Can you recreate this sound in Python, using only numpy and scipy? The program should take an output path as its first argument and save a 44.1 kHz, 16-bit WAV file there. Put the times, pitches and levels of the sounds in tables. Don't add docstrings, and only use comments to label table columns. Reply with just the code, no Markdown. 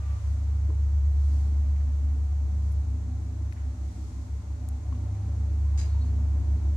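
import sys
import numpy as np
from scipy import signal
from scipy.fft import rfft, irfft, next_fast_len
from scipy.io import wavfile

SR = 44100
rng = np.random.default_rng(int(sys.argv[2]) if len(sys.argv) > 2 else 0)


def bounce(signal):
    frames = np.transpose(np.atleast_2d(signal))
    limited = np.clip(frames, -1, 1)
    pcm = np.round(limited * 32767).astype(np.int16)
    wavfile.write(sys.argv[1], SR, pcm)


N = 298333
T = np.arange(N) / SR
SIZE = next_fast_len(N)
BINS = np.maximum(np.arange(SIZE // 2 + 1) * SR / SIZE, 1)

# frequency_hz, correlation (-1 to 1)
LIKENESS = [(60, 0.72), (160, 0.99), (260, 0.98), (330, 0.85), (450, 0.63), (740, 0.73), (1000, 0.39),
            (1250, -0.33), (2000, -0.066), (3500, 0.077), (15000, -0.12)]


def from_db(db):
    return 10 ** (np.asarray(db) / 20)


def rms_one(x):
    return x / np.sqrt(np.mean(x ** 2) + 1e-20)


def gains(rows):
    times, *columns = np.transpose(rows)
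    return [from_db(np.interp(T, times, column)) for column in columns]


def over_hz(points):
    hz, value = np.transpose(points)
    return np.interp(np.log(BINS), np.log(hz), value)


def resonances(modes):
    power = 0
    for hz, width, db in modes:
        detuning = 2 * (BINS - hz) / width
        power = power + from_db(db) ** 2 / (1 + detuning ** 2) ** 2
    return np.sqrt(power)


def coloured(x, response):
    return irfft(rfft(x, SIZE) * response, SIZE)[..., :N]


def cabin_noise(response):
    alike = np.clip(over_hz(LIKENESS), -1, 1)
    mid = coloured(rng.standard_normal(N), response * np.sqrt(1 + alike))
    side = coloured(rng.standard_normal(N), response * np.sqrt(1 - alike))
    return rms_one(np.array([mid + side, mid - side]))


def drift(rate_hz):
    return rms_one(coloured(rng.standard_normal(N), 1 / (1 + (BINS / rate_hz) ** 4)))


def swell(middle, length):
    return np.exp(-np.minimum((2 * (T - middle) / length) ** 2, 20))


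def dying(start, t60):
    age = T - start
    return (age >= 0) * np.exp(-np.clip(np.log(1000) * age / t60, 0, 40))


def wavering(hz, width):
    turns = np.cumsum(hz + width / 2 * drift(width / 2)) / SR
    alike = np.clip(np.interp(hz, *np.transpose(LIKENESS)), -1, 1)
    phase_gap = np.arccos(alike) * np.array([[.5], [-.5]])
    return np.sqrt(2) * np.sin(2 * np.pi * turns + phase_gap)


def drive(boom_trim_db=0.13, hum_trim_db=0.0, sway_db=-40.5):
    # time_s, level_db (before trim)
    boom_curve = [(0, -29.5), (0.2, -28.5), (0.45, -25.8), (1.1, -21.8), (1.7, -23.2), (2.2, -25),
                  (2.72, -25.6), (3.1, -31), (3.45, -31.7), (4.05, -36.8), (4.55, -34.4), (4.95, -30.3),
                  (5.2, -33), (5.4, -27.8), (5.68, -23.7), (6.05, -24.5), (6.76, -24.3)]
    # central_dip_s, length_s, beat_hz, level_db
    throb_bouts = [(0.2, 0.28, 4.8, -32), (1.49, 0.15, 5, -39), (2.852, 0.24, 7.2, -34),
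                   (3.545, 0.28, 5.6, -38.5), (3.757, 0.25, 5.6, -33.8), (3.944, 0.19, 5.3, -36),
                   (4.125, 0.11, 5.2, -37), (4.266, 0.28, 5.6, -37.5), (4.425, 0.2, 6, -38.5),
                   (4.58, 0.2, 9.4, -40.5), (4.825, 0.27, 5.1, -36), (5.19, 0.26, 3, -37),
                   (5.86, 0.42, 4.2, -38), (6.44, 0.22, 6, -36), (6.6, 0.26, 7, -34.5)]
    # time_s, level_db (before trim and waver)
    hum_curve = [(0, -37.5), (0.7, -34.5), (1.25, -42), (1.7, -41.5), (2.1, -43.5), (2.95, -35), (3.5, -38),
                 (4, -43.5), (4.7, -39.5), (5.15, -32.5), (5.9, -35), (6.25, -34.5), (6.76, -34)]
    # frequency_hz, width_hz, relative_db
    frame_modes = [(38.5, 8.7, -25), (46, 3.1, -6), (53.3, 8, -16), (66.7, 8.2, -8.5), (75, 24, -7),
                   (80.8, 13, -1), (119.5, 21, -12.5), (151, 19, -22)]
    boom_hz, mains_hum_hz = 71.15, 100.0
    waver_db, waver_rate_hz = 1.38, 4.5
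    sway_share = 0.55

    effort, = gains(boom_curve)
    boom = from_db(boom_trim_db) * effort * np.sin(2 * np.pi * boom_hz * T)
    for middle, length, beat_hz, db in throb_bouts:
        lower_turns = boom_hz * T - beat_hz * (T - middle)
        boom -= from_db(db) * swell(middle, length) * np.sin(2 * np.pi * lower_turns)

    hum_level, = gains(hum_curve)
    waver = from_db(hum_trim_db + waver_db * drift(waver_rate_hz))
    hum = hum_level * waver * np.sin(2 * np.pi * (mains_hum_hz * T + rng.random()))

    sway_level = from_db(sway_db) * rms_one(effort) ** sway_share
    sway = sway_level * cabin_noise(resonances(frame_modes))
    return np.sqrt(2) * (boom + hum) + sway


def ride(roller_trim_db=-1.0, rail_trim_db=0.0, rush_trim_db=2.0, hiss_db=-63.5):
    # time_s, roller_rumble_db, rail_noise_db, air_rush_db
    ride_curves = [(0, -57, -59, -60.5), (0.45, -54.5, -60, -62), (1.05, -55.5, -60, -63.5),
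                   (1.35, -53, -58.5, -62), (2.4, -51.5, -58.5, -64), (3, -50.5, -58.5, -64.5),
                   (4.1, -52, -60.5, -64), (4.7, -50, -58, -64.5), (5.25, -49, -56.5, -62.5),
                   (5.6, -49.5, -57.5, -63), (5.92, -55, -56.5, -60.5), (6.15, -47.5, -56, -62),
                   (6.76, -47, -57, -62)]
    # frequency_hz, width_hz, relative_db
    cabin_modes = [(169, 46, -7), (191, 34, -6), (202, 22, -14), (242.3, 14, -3), (261.2, 23, -6.5),
                   (269.4, 19, -6.5), (315, 36, -5.5), (343.5, 17, -8.5)]
    # frequency_hz, width_hz, relative_db
    panel_modes = [(419, 34, -0.5), (439.6, 13, -5.5), (452.4, 10, 2.5), (485, 28, -5.5), (572.6, 24, -1),
                   (600.6, 18, 0), (628, 38, -3), (718, 17, -0.5), (739.4, 20, -2), (775.7, 9, 2.5),
                   (720, 440, -16.5), (849, 45, -5.5), (895, 44, -8.5), (935, 29, -5.5), (1033, 43, -6),
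                   (1194, 34, -10.5)]
    # frequency_hz, relative_db
    rush_spectrum = [(400, -12), (800, -8), (1100, 0), (1350, 0), (1600, -5), (2200, -6.5), (2800, -13),
                     (4500, -17.5), (9000, -35.5)]
    # frequency_hz, relative_db
    hiss_spectrum = [(1500, -9.5), (3000, -9.5), (4300, -3.5), (5000, -6), (6000, -.5), (7000, -0.5),
                     (8000, -5.5), (10000, -13.5), (14000, -19), (15500, -25)]
    uneven_db, uneven_rate_hz = 1.34, 2.2
    panel_share = 0.3
    hiss_share = 0.31

    roller, rail, rush = gains(ride_curves)
    uneven = uneven_db * drift(uneven_rate_hz)
    rumble = from_db(roller_trim_db + uneven) * roller * cabin_noise(resonances(cabin_modes))
    panels = from_db(rail_trim_db + panel_share * uneven) * rail * cabin_noise(resonances(panel_modes))
    air = from_db(rush_trim_db) * rush * cabin_noise(from_db(over_hz(rush_spectrum)))
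    hiss_level = from_db(hiss_db) * rms_one(rush) ** hiss_share
    hiss = hiss_level * cabin_noise(from_db(over_hz(hiss_spectrum)))
    return rumble + drones(roller) + panels + air + hiss


def drones(roller, surge_trim_db=0.0):
    # frequency_hz, wander_hz, level_db (against the roller curve)
    drone_modes = [(187.5, 6, -11.5), (252, 8, -11)]
    # middle_s, length_s, drone_hz, level_db (before trim)
    surge_bouts = [(0.41, 0.18, 252, -57), (1.35, 0.14, 252, -51.5), (1.66, 0.1, 252, -54),
                   (1.9, 0.1, 252, -53.5), (2.14, 0.13, 252, -52.5), (2.93, 0.14, 252, -50),
                   (3.11, 0.13, 252, -49), (3.3, 0.25, 252, -56), (3.7, 0.15, 252, -56),
                   (4.63, 0.12, 252, -52.5), (4.76, 0.12, 252, -52), (4.98, 0.12, 252, -52.5),
                   (6.045, 0.09, 252, -48), (6.22, 0.13, 252, -50), (1.5, 0.16, 187.5, -55),
                   (1.78, 0.18, 187.5, -53.5), (2.53, 0.12, 187.5, -53), (2.67, 0.15, 187.5, -51.5),
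                   (3.05, 0.13, 187.5, -52), (3.25, 0.12, 187.5, -52), (5.25, 0.08, 187.5, -53),
                   (5.44, 0.11, 187.5, -53), (5.82, 0.1, 187.5, -52), (6.14, 0.08, 187.5, -51.5)]
    out = 0
    for hz, width, db in drone_modes:
        surge = 0
        for middle, length, drone_hz, level in surge_bouts:
            if drone_hz == hz:
                surge = surge + from_db(level + surge_trim_db) * swell(middle, length)
        out += (from_db(db) * roller + surge) * wavering(hz, width)
    return out


def squeaks():
    # middle_s, length_s, frequency_hz, width_hz, level_db, tone_share (of power, 0-1)
    squeak_rows = [(0.09, 0.23, 1190, 16, -57.5, .85), (0.12, 0.26, 2100, 1600, -63.5, 0),
                   (1.36, 0.43, 4390, 450, -72.5, 0), (5.91, 0.11, 4315, 50, -67.5, .8),
                   (5.935, 0.07, 3840, 40, -69.5, .8), (6.023, 0.028, 4290, 70, -61.5, .85),
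                   (6.02, 0.045, 3855, 50, -67.5, .8), (6.06, 0.11, 4310, 40, -70, .9),
                   (5.96, 0.14, 940, 70, -59.5, .4)]
    out = 0
    for middle, length, hz, width, db, tone in squeak_rows:
        share = np.clip(tone, 0, 1)
        sound = np.sqrt(1 - share) * cabin_noise(resonances([(hz, width, 0)]))
        if share > 0:
            sound += np.sqrt(share) * wavering(hz, width)
        out += from_db(db) * swell(middle, length) * sound
    return out


def swishes():
    # middle_s, length_s, level_db
    swish_rows = [(0.24, 0.4, -65), (1.327, 0.39, -63), (2.65, 0.29, -68.5), (4.022, 0.58, -64)]
    # frequency_hz, relative_db
    swish_spectrum = [(2000, -18.5), (3300, -6), (4400, -4), (5200, -1.5), (7000, -1), (9000, -7),
                      (11000, -14.5), (15000, -18)]
    strength = sum(from_db(db) * swell(middle, length) for middle, length, db in swish_rows)
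    return strength * cabin_noise(from_db(over_hz(swish_spectrum)))


def ticks(direct_trim_db=2.0, scatter_trim_db=-3.5):
    # start_s, level_db, centre_hz, width_hz, scatter_t60_s, left_minus_right_db
    tick_rows = [(0.689, -45, 317, 13, 0.37, -5), (0.696, -49.5, 445, 50, 0.48, 0.5),
                 (0.69, -53, 613, 60, 0.15, 1), (0.699, -52, 950, 600, 0.2, -3),
                 (1.7612, -53, 2100, 700, .05, 0), (1.8048, -53.5, 2000, 600, .05, -5),
                 (2.72, -59, 11000, 5000, 0.087, 7), (3.5242, -42.5, 1950, 1100, 0.019, 7),
                 (3.525, -51, 4900, 1200, .012, 0), (3.525, -55, 11100, 900, 0.014, 5),
                 (3.532, -51, 8500, 6900, .016, 1), (3.564, -55, 1580, 1600, 0.54, -2),
                 (4.6882, -37.5, 9800, 6700, 0.0075, 7), (4.926, -48, 1050, 55, .03, 1),
                 (4.925, -49, 1095, 40, .03, 8), (4.926, -53, 2800, 2500, .03, 3),
                 (4.949, -54, 3170, 1400, .04, -1), (5.461, -47, 760, 400, .03, 0),
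                 (5.808, -51, 2000, 1900, 0.27, -3), (5.842, -50, 2000, 1400, 0.066, -5),
                 (5.855, -53, 2400, 800, .05, -2)]
    out = np.zeros((2, N))
    for start, db, hz, width, t60, pan_db in tick_rows:
        ring_t60 = np.log(1000) / (np.pi * width)
        ring = dying(start, ring_t60) * np.sin(2 * np.pi * hz * (T - start))
        build_up = np.clip((T - start) * hz / 2, 0, 1)
        scatter = build_up * dying(start, t60) * cabin_noise(resonances([(hz, width, 0)]))
        tick = from_db(direct_trim_db) * ring + from_db(scatter_trim_db) * scatter
        out += from_db(db) * tick * from_db([[pan_db / 2], [-pan_db / 2]])
    return out


def clink(ring_trim_db=-1.0, rattle_trim_db=-1.6, rattle_t60=0.29):
    # start_s, level_db (before trims)
    contacts = [(5.7758, -48), (5.782, -46.5), (5.789, -46.5), (5.803, -54), (5.808, -54), (5.829, -58),
                (5.85, -63), (6.05, -64)]
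    # frequency_hz, relative_db (before trim), t60_s
    metal_modes = [(3900, -18, .45), (4303, -21, .5), (4863, -12.5, .25), (4908, -12.5, .35),
                   (4968, -9.5, .28), (5034, -13, .22), (6019, -15, .3), (6562, -4.5, .19), (6645, -10, .2),
                   (7133, -10, .22), (7213, -11, .28), (7270, -7.5, .22), (8280, -16, .35),
                   (8382, -14, .18)]
    # frequency_hz, relative_db
    rattle_spectrum = [(900, -8), (1400, -4), (2400, -1), (3000, -5.5), (3600, -9), (4000, 1), (4400, -4),
                       (4950, 4), (5400, -6), (6500, 4), (6850, -2), (7400, 1.5), (7900, -11), (10000, -12),
                       (11200, -21), (12600, -19), (14500, -28)]
    grain_db, grain_rate_hz = 2.2, 300

    def struck(t60):
        return np.sqrt(sum((from_db(db) * dying(start, t60)) ** 2 for start, db in contacts))

    grains = rms_one(from_db(grain_db * drift(grain_rate_hz)))
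    rattle = grains * cabin_noise(from_db(over_hz(rattle_spectrum)))
    out = from_db(rattle_trim_db) * struck(rattle_t60) * rattle
    for hz, db, t60 in metal_modes:
        tone = np.sin(2 * np.pi * (hz * T + rng.random((2, 1))))
        out += from_db(db + ring_trim_db) * struck(t60) * tone
    return out


def scene():
    return drive() + ride() + squeaks() + swishes() + ticks() + clink()


def record(dry):
    # frequency_hz, left_minus_right_db
    bass_balance = [(150, 0)]
    # frequency_hz, left_minus_right_db
    mic_balance = [(250, -1), (550, 2), (1200, -2.5), (2800, 0.4), (4400, -1), (5100, 2), (6400, -2),
                   (8000, 5.5), (11300, 1.5), (13500, 0)]
    cutoff_hz = 15000
    balance_db = over_hz(bass_balance + mic_balance) * [[.5], [-.5]]
    heard = coloured(dry, from_db(balance_db))
    low_pass = signal.ellip(10, .1, 80, cutoff_hz, fs=SR, output="sos")
    return signal.sosfilt(low_pass, heard)


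dry = scene()
out = record(dry)
bounce(out)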